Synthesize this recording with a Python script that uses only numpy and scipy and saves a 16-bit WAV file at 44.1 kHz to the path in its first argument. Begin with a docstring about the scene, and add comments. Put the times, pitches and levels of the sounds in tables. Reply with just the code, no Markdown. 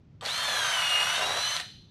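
"""A cordless drill makes one run into a wooden board in a workshop, over a low ventilation rumble with a hum.
The trigger clicks; the motor spins up and whines, as sines locked to its shaft rate. It sags as the bit bites:
gear tones rise with the load, and filtered random impacts make the rattle, the tearing fibres and the board.
On release the brake stops the chuck with a clack, a decaying noise burst with damped modes.
The room rings briefly, by convolution with decaying noise."""
import sys
import numpy as np
from scipy import signal
from scipy.fft import rfft, irfft
from scipy.io import wavfile

SR = 44100
rng = np.random.default_rng(int(sys.argv[2]) if len(sys.argv) > 2 else 0)


def output_pcm(signal):
    """Save a mono or channel-first signal as 16-bit PCM at the path in sys.argv[1].

    Samples are clipped to [-1, 1] before scaling.
    """
    pcm = np.clip(np.atleast_2d(signal).T, -1, 1) * 32767
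    wavfile.write(sys.argv[1], SR, np.round(pcm).astype(np.int16))


N = 83790
T = np.arange(N) / SR  # seconds
FREQUENCIES = np.arange(N // 2 + 1) * SR / N  # Hz
GEAR_RATIO = 6.19  # motor turns per carrier turn, and tooth meetings per motor turn


def undb(db):
    """Level law: decibels to amplitude gain."""
    return 10 ** (np.asarray(db) / 20)


def unit(x):
    """Normalization: scale to rms 1."""
    return x / np.sqrt(np.mean(x ** 2))


def walk(hz):
    """Low-passed noise: a smooth random course of rms 1, changing about hz times a second."""
    lowpass = 1 / (1 + (FREQUENCIES / hz) ** 4)
    return unit(irfft(rfft(rng.standard_normal(N)) * lowpass, N))


def colour(x, points):
    """Minimum-phase filtering: a causal filter of unit power through (Hz, dB) points."""
    size = 4096
    hz, db = np.array(points).T
    bins = np.arange(size // 2 + 1) * SR / size
    gain = undb(np.interp(np.log(bins + 1), np.log(hz), db))
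    # folding the cepstrum onto positive time makes the filter causal
    cepstrum = irfft(np.log(unit(gain)))
    cepstrum[1:size // 2] *= 2
    cepstrum[size // 2 + 1:] = 0
    impulse_response = irfft(np.exp(rfft(cepstrum)))
    return signal.fftconvolve(x, impulse_response)[:N]


def grains(per_s, spread_db):
    """Shot noise: random tiny impacts of uneven size and either sign, rms 1."""
    chance, size, push = rng.random(N), rng.standard_normal(N), rng.standard_normal(N)
    strength = np.sign(push) * undb(spread_db * np.clip(size, -2, 2))
    return unit((chance < per_s / SR) * strength)


# Whines of motor and fan: three main ones, as multiples of the shaft rate.
WHINE_ORDERS = [11, 15, 22]
# Each row: time in seconds, then the level in dB of each main whine in that order, at full running.
WHINE_DB = [(0.291, -57, -33, -59), (.34, -42.5, -34.5, -43), (0.429, -35.5, -43.5, -51),
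            (.53, -68, -35.5, -42), (.72, -43.5, -44, -52), (1.1, -38, -43, -70),
            (1.22, -38.5, -35.5, -44.5), (1.36, -60, -37.5, -44), (1.46, -35, -34, -38),
            (1.55, -42.5, -38, -42.5)]
# Fainter overtones: multiples of the shaft rate, then the level of each in dB at full running.
OVERTONE_ORDERS = [30, 33, 41, 44, 51]
OVERTONE_DB = [-57.5, -58.5, -60, -69, -72]


def motor(turns, flutter_db=1, slip_rad=.12):
    """Order tones: motor poles and fan blades whine at fixed multiples of the shaft rate."""
    shake = slip_rad * walk(71)
    times, *main_levels = np.array(WHINE_DB).T
    levels = [np.interp(T, times, db) for db in main_levels] + list(OVERTONE_DB)
    whine = np.zeros(N)
    for order, db in zip(list(WHINE_ORDERS) + list(OVERTONE_ORDERS), levels):
        gain = np.sqrt(2) * undb(db + flutter_db * walk(27))
        whine += gain * np.sin(2 * np.pi * order * turns + shake)
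    return whine


# Gear-tooth harmonics, fundamental first: level in dB at full load, before the shell lifts them.
MESH_DB = [-40, -29, -48.5, -43, -56, -45, -54, -61, -68, -71]
# Resonances of the shell that gear tones glide through. Each row: frequency in Hz, gain in dB.
SHELL = [(1380, -24), (1450, 0), (1520, 5), (1650, 6), (1800, 2), (2850, 1), (3100, -2), (3500, 2),
         (4400, 4.5), (5700, 1), (6000, 5.5), (6300, 8), (6800, 0), (8600, -2), (9500, -0.5), (9900, 3),
         (10250, 2), (11000, 5), (11750, 7), (12600, -9), (14500, -3)]
MESH_LOAD_DB = 26.5  # drop from full load to none
MESH_SLIP_RAD, PLANET_SLIP_RAD = 0.23, 0.1  # phase play of the fundamental
GROWL_DB, GROWL_WIDTH_HZ = -37, 66


def gears(speed, turns, load, flutter_db=2.5):
    """Gear mesh: tooth harmonics grow with load; play and circling planets smear the fundamental to a growl."""
    carrier = 2 * np.pi * turns / GEAR_RATIO
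    play = MESH_SLIP_RAD * walk(67) + PLANET_SLIP_RAD * np.sin(carrier)
    mesh = 2 * np.pi * GEAR_RATIO * turns + play
    shell_hz, shell_db = np.array(SHELL).T

    def shell(harmonic):
        """Resonance: gain of the shell at a harmonic of the tooth rate."""
        return undb(np.interp(harmonic * GEAR_RATIO * speed, shell_hz, shell_db))

    tone = np.zeros(N)
    for k, db in enumerate(MESH_DB, 1):
        gain = np.sqrt(2) * shell(k) * undb(db + flutter_db * walk(70))
        tone += gain * np.sin(k * mesh)
    # random sidebands around the fundamental
    smear = walk(GROWL_WIDTH_HZ) * np.sin(mesh) + walk(GROWL_WIDTH_HZ) * np.cos(mesh)
    growl = undb(GROWL_DB) * shell(0.98) * smear
    return (tone + growl) * undb(MESH_LOAD_DB * (load - 1))


# Colour of the fibres. Each row: frequency in Hz, relative level in dB.
FIBRES = [(200, -36), (330, -32.5), (480, -19), (700, -1.5), (900, -4.5), (1350, 0), (2200, -3),
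          (3300, -12.5), (5000, -25.5), (9000, -23.5), (15000, -41)]
CUT_DB, CUT_LOAD_DB = -31.5, 13  # level at full load, drop from full load to none


def cutting(turns, load, patchy_db=2.0, lip_db=0.7):
    """Brittle fracture: fibres snap at the cutting lips, in surges as the bit turns."""
    surge_db = patchy_db * walk(75) + lip_db * np.sin(2 * np.pi * turns / GEAR_RATIO)
    snaps = grains(per_s=6000, spread_db=5) * undb(surge_db)
    return colour(unit(snaps), FIBRES) * undb(CUT_DB + CUT_LOAD_DB * (load - 1))


# Colour of the housing. Each row: frequency in Hz, relative level in dB.
HOUSING = [(150, -52), (300, -26), (420, -17.5), (620, -7), (850, -9), (1150, -3), (1900, -3.5),
           (2450, -7.5), (3200, -3), (4350, -5.5), (4900, -11), (6100, -12), (7200, -15), (8700, -15.5),
           (11600, -22), (13500, -31.5), (15500, -42)]
RATTLE_DB, RATTLE_LOAD_DB = -34.5, 1.57  # level without load, rise to full load


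def rattle(turns, load, throb=0.32, patchy_db=1.14):
    """Amplitude modulation: dense gear-train ticks bunch three times per motor turn and surge unevenly."""
    bunch = np.cos(2 * np.pi * 3 * turns)
    ticks = grains(per_s=13000, spread_db=0.5) * (1 + throb * bunch)
    return colour(ticks, HOUSING) * undb(RATTLE_DB + RATTLE_LOAD_DB * load + patchy_db * walk(58))


# The bit rubs and shakes the board. Each row: start in seconds, end in seconds, level in dB.
RUBS = [(0.221, 0.276, -38), (0.471, 0.649, -41.5), (0.91, 1.047, -43), (1.178, 1.395, -36)]
# Colour of the board. Each row: frequency in Hz, relative level in dB.
BOARD = [(90, -20), (150, -12), (210, -13.5), (320, -17.5), (420, -4.5), (520, -0.5), (760, 1.5),
         (1050, -3.5), (2000, -13.5), (5000, -52), (15000, -82)]
RUB_EDGE_S = 0.005


def board():
    """Stick-slip friction: the bit drives the low resonances of the board."""
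    force = np.zeros(N)
    for start, end, db in RUBS:
        inside = np.minimum(T - start, end - T)  # seconds to the nearer edge
        force += undb(db) * np.clip(inside / RUB_EDGE_S + .5, 0, 1)
    return colour(grains(per_s=1100, spread_db=5) * force, BOARD)


def ring(start_s, modes):
    """Modal decay: damped modes of a small part, struck once."""
    age = np.maximum(T - start_s, 0)
    return sum(undb(db) * np.sin(2 * np.pi * hz * age) * np.exp(-np.log(1000) * age / t60)
               for hz, db, t60 in modes)


# Knocks of trigger, spindle lock and brake. Each row: start in seconds, level in dB.
KNOCKS = [(0.2101, -39), (0.212, -51), (0.2525, -24.5), (0.2593, -21.5), (0.2618, -21), (.2885, -41),
          (1.566, -21.5), (1.574, -53), (1.599, -23.5), (1.602, -23), (1.611, -31)]
# Colour of the knocks. Each row: frequency in Hz, relative level in dB.
KNOCK_COLOUR = [(200, -13), (500, -5), (850, -12), (1600, 2.5), (2400, 1), (3300, 0), (4300, 6.5),
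                (6000, -9), (9000, -9.5), (12000, -36), (15000, -36)]
# Modes of trigger switch and chuck as they seat. Each row: frequency in Hz, level in dB, t60 in seconds.
TRIGGER_MODES = [(1185, -45, 0.26), (1720, -56, 0.11), (3170, -42.5, 0.063), (3590, -39, 0.038),
                 (7780, -50.5, 0.12)]
CHUCK_MODES = [(665, -53, 0.17), (722, -40, 0.096), (790, -49, 0.13)]
TRIGGER_S, CHUCK_S = .2105, 1.603  # seating times
KNOCK_S = 0.0012  # decay constant


def knocks():
    """Impact excitation: short hard contacts inside the drill, with the rings of trigger and chuck."""
    force = sum(undb(db) * (T >= start) * np.exp(-abs(T - start) / KNOCK_S) for start, db in KNOCKS)
    contacts = colour(rng.standard_normal(N) * force, KNOCK_COLOUR)
    return contacts + ring(TRIGGER_S, TRIGGER_MODES) + ring(CHUCK_S, CHUCK_MODES)


# Decay of the room. Each row: frequency in Hz, t60 in seconds.
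ROOM_T60 = [(300, 0.53), (1000, 0.31), (2300, 0.5), (3400, 0.69), (4200, 0.79), (5000, 0.67), (8000, 0.43),
            (14000, 0.53)]
ROOM_DB, EARLY_DB = -9.5, -8.5  # tail and near reflections, relative to the direct sound
EARLY_S = 0.03  # decay constant


def room(x):
    """Reverberation: near reflections from the bench, then a tail that lasts longest in the low treble."""
    hz, t60 = np.array(ROOM_T60).T
    noise = rfft(rng.standard_normal(N))
    arrived = T > .003
    tail = np.zeros(N)
    # overlapping bands, each with its own decay
    for band, life in zip(np.eye(len(hz)), t60):
        weight = np.interp(np.log(FREQUENCIES + 1), np.log(hz), band)
        tail += irfft(noise * weight, N) * np.exp(-np.log(1000) * T / life)
    tail *= arrived
    early = rng.standard_normal(N) * np.exp(-T / EARLY_S) * arrived
    echo = (undb(ROOM_DB) * unit(tail) + undb(EARLY_DB) * unit(early)) / np.sqrt(N)
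    return (x + signal.fftconvolve(x, echo)[:N]) / np.sqrt(1 + np.sum(echo ** 2))


# Colour of the ventilation. Each row: frequency in Hz, relative level in dB.
RUMBLE = [(25, -19), (55, -5.5), (100, -0.5), (160, 0.5), (260, -10), (500, -24), (1200, -32.5),
          (3000, -39), (6000, -46), (9000, -64), (15000, -82)]
RUMBLE_DB, HUM_HZ, HUM_DB = -54, 103.2, -63


def ventilation():
    """Broadband noise with phase modulation: a low rumble with a wavering hum."""
    hum = np.sqrt(2) * np.sin(2 * np.pi * HUM_HZ * T + 0.58 * walk(7.9))
    rumble = colour(rng.standard_normal(N), RUMBLE)
    return undb(RUMBLE_DB) * rumble + undb(HUM_DB) * hum


# Motor speed in spin-up, run under load and braking. Each row: time in seconds, shaft rate in Hz.
SPIN_UP = [(.212, 11), (.238, 45), (.262, 150)]
RUN = [(0.29, 235.7), (0.31, 259.3), (0.328, 272.3), (0.38, 287.5), (0.46, 287.5), (0.662, 252.1),
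       (0.696, 252.5), (0.812, 233.4), (0.946, 229.8), (1.058, 231.9), (1.216, 252.8), (1.42, 267.8),
       (1.5, 278.0), (1.55, 276.5)]
BRAKE = [(1.564, 262), (1.615, 59)]
# Load on the bit. Each row: time in seconds, share from 0 to 1.
LOAD = [(.3, 0.1), (.42, 0.57), (.48, 0.68), (.62, 0.8), (.76, 0.89), (1.05, 0.94), (1.15, 0.81),
        (1.25, 0.32), (1.42, 0.3), (1.55, 0)]


def scene(tone_law=5, noise_law=0.74, full_hz=232, release_s=1.558, die_s=0.0053):
    """Common excitation: speed and load drive motor, gears and cutting; tones die at trigger release."""
    speed_rows = np.array(list(SPIN_UP) + list(RUN) + list(BRAKE))
    speed = np.interp(T, *speed_rows.T, left=0, right=0)
    turns = np.cumsum(speed) / SR
    load = np.interp(T, *np.array(LOAD).T)
    running = np.clip(speed / full_hz, 0, 1)
    power = np.exp(-np.maximum(T - release_s, 0) / die_s)
    tones = (motor(turns) + gears(speed, turns, load)) * running ** tone_law * power
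    noise = (rattle(turns, load) + cutting(turns, load)) * running ** noise_law
    return (room(tones + noise + board() + knocks()) + ventilation())[None]


def record(dry):
    """Band limiting: a steep elliptic low-pass cuts the top above 15.5 kHz."""
    lowpass = signal.ellip(10, .2, 80, 15500, fs=SR, output="sos")
    return signal.sosfilt(lowpass, dry)


dry = scene()
out = record(dry)
output_pcm(out)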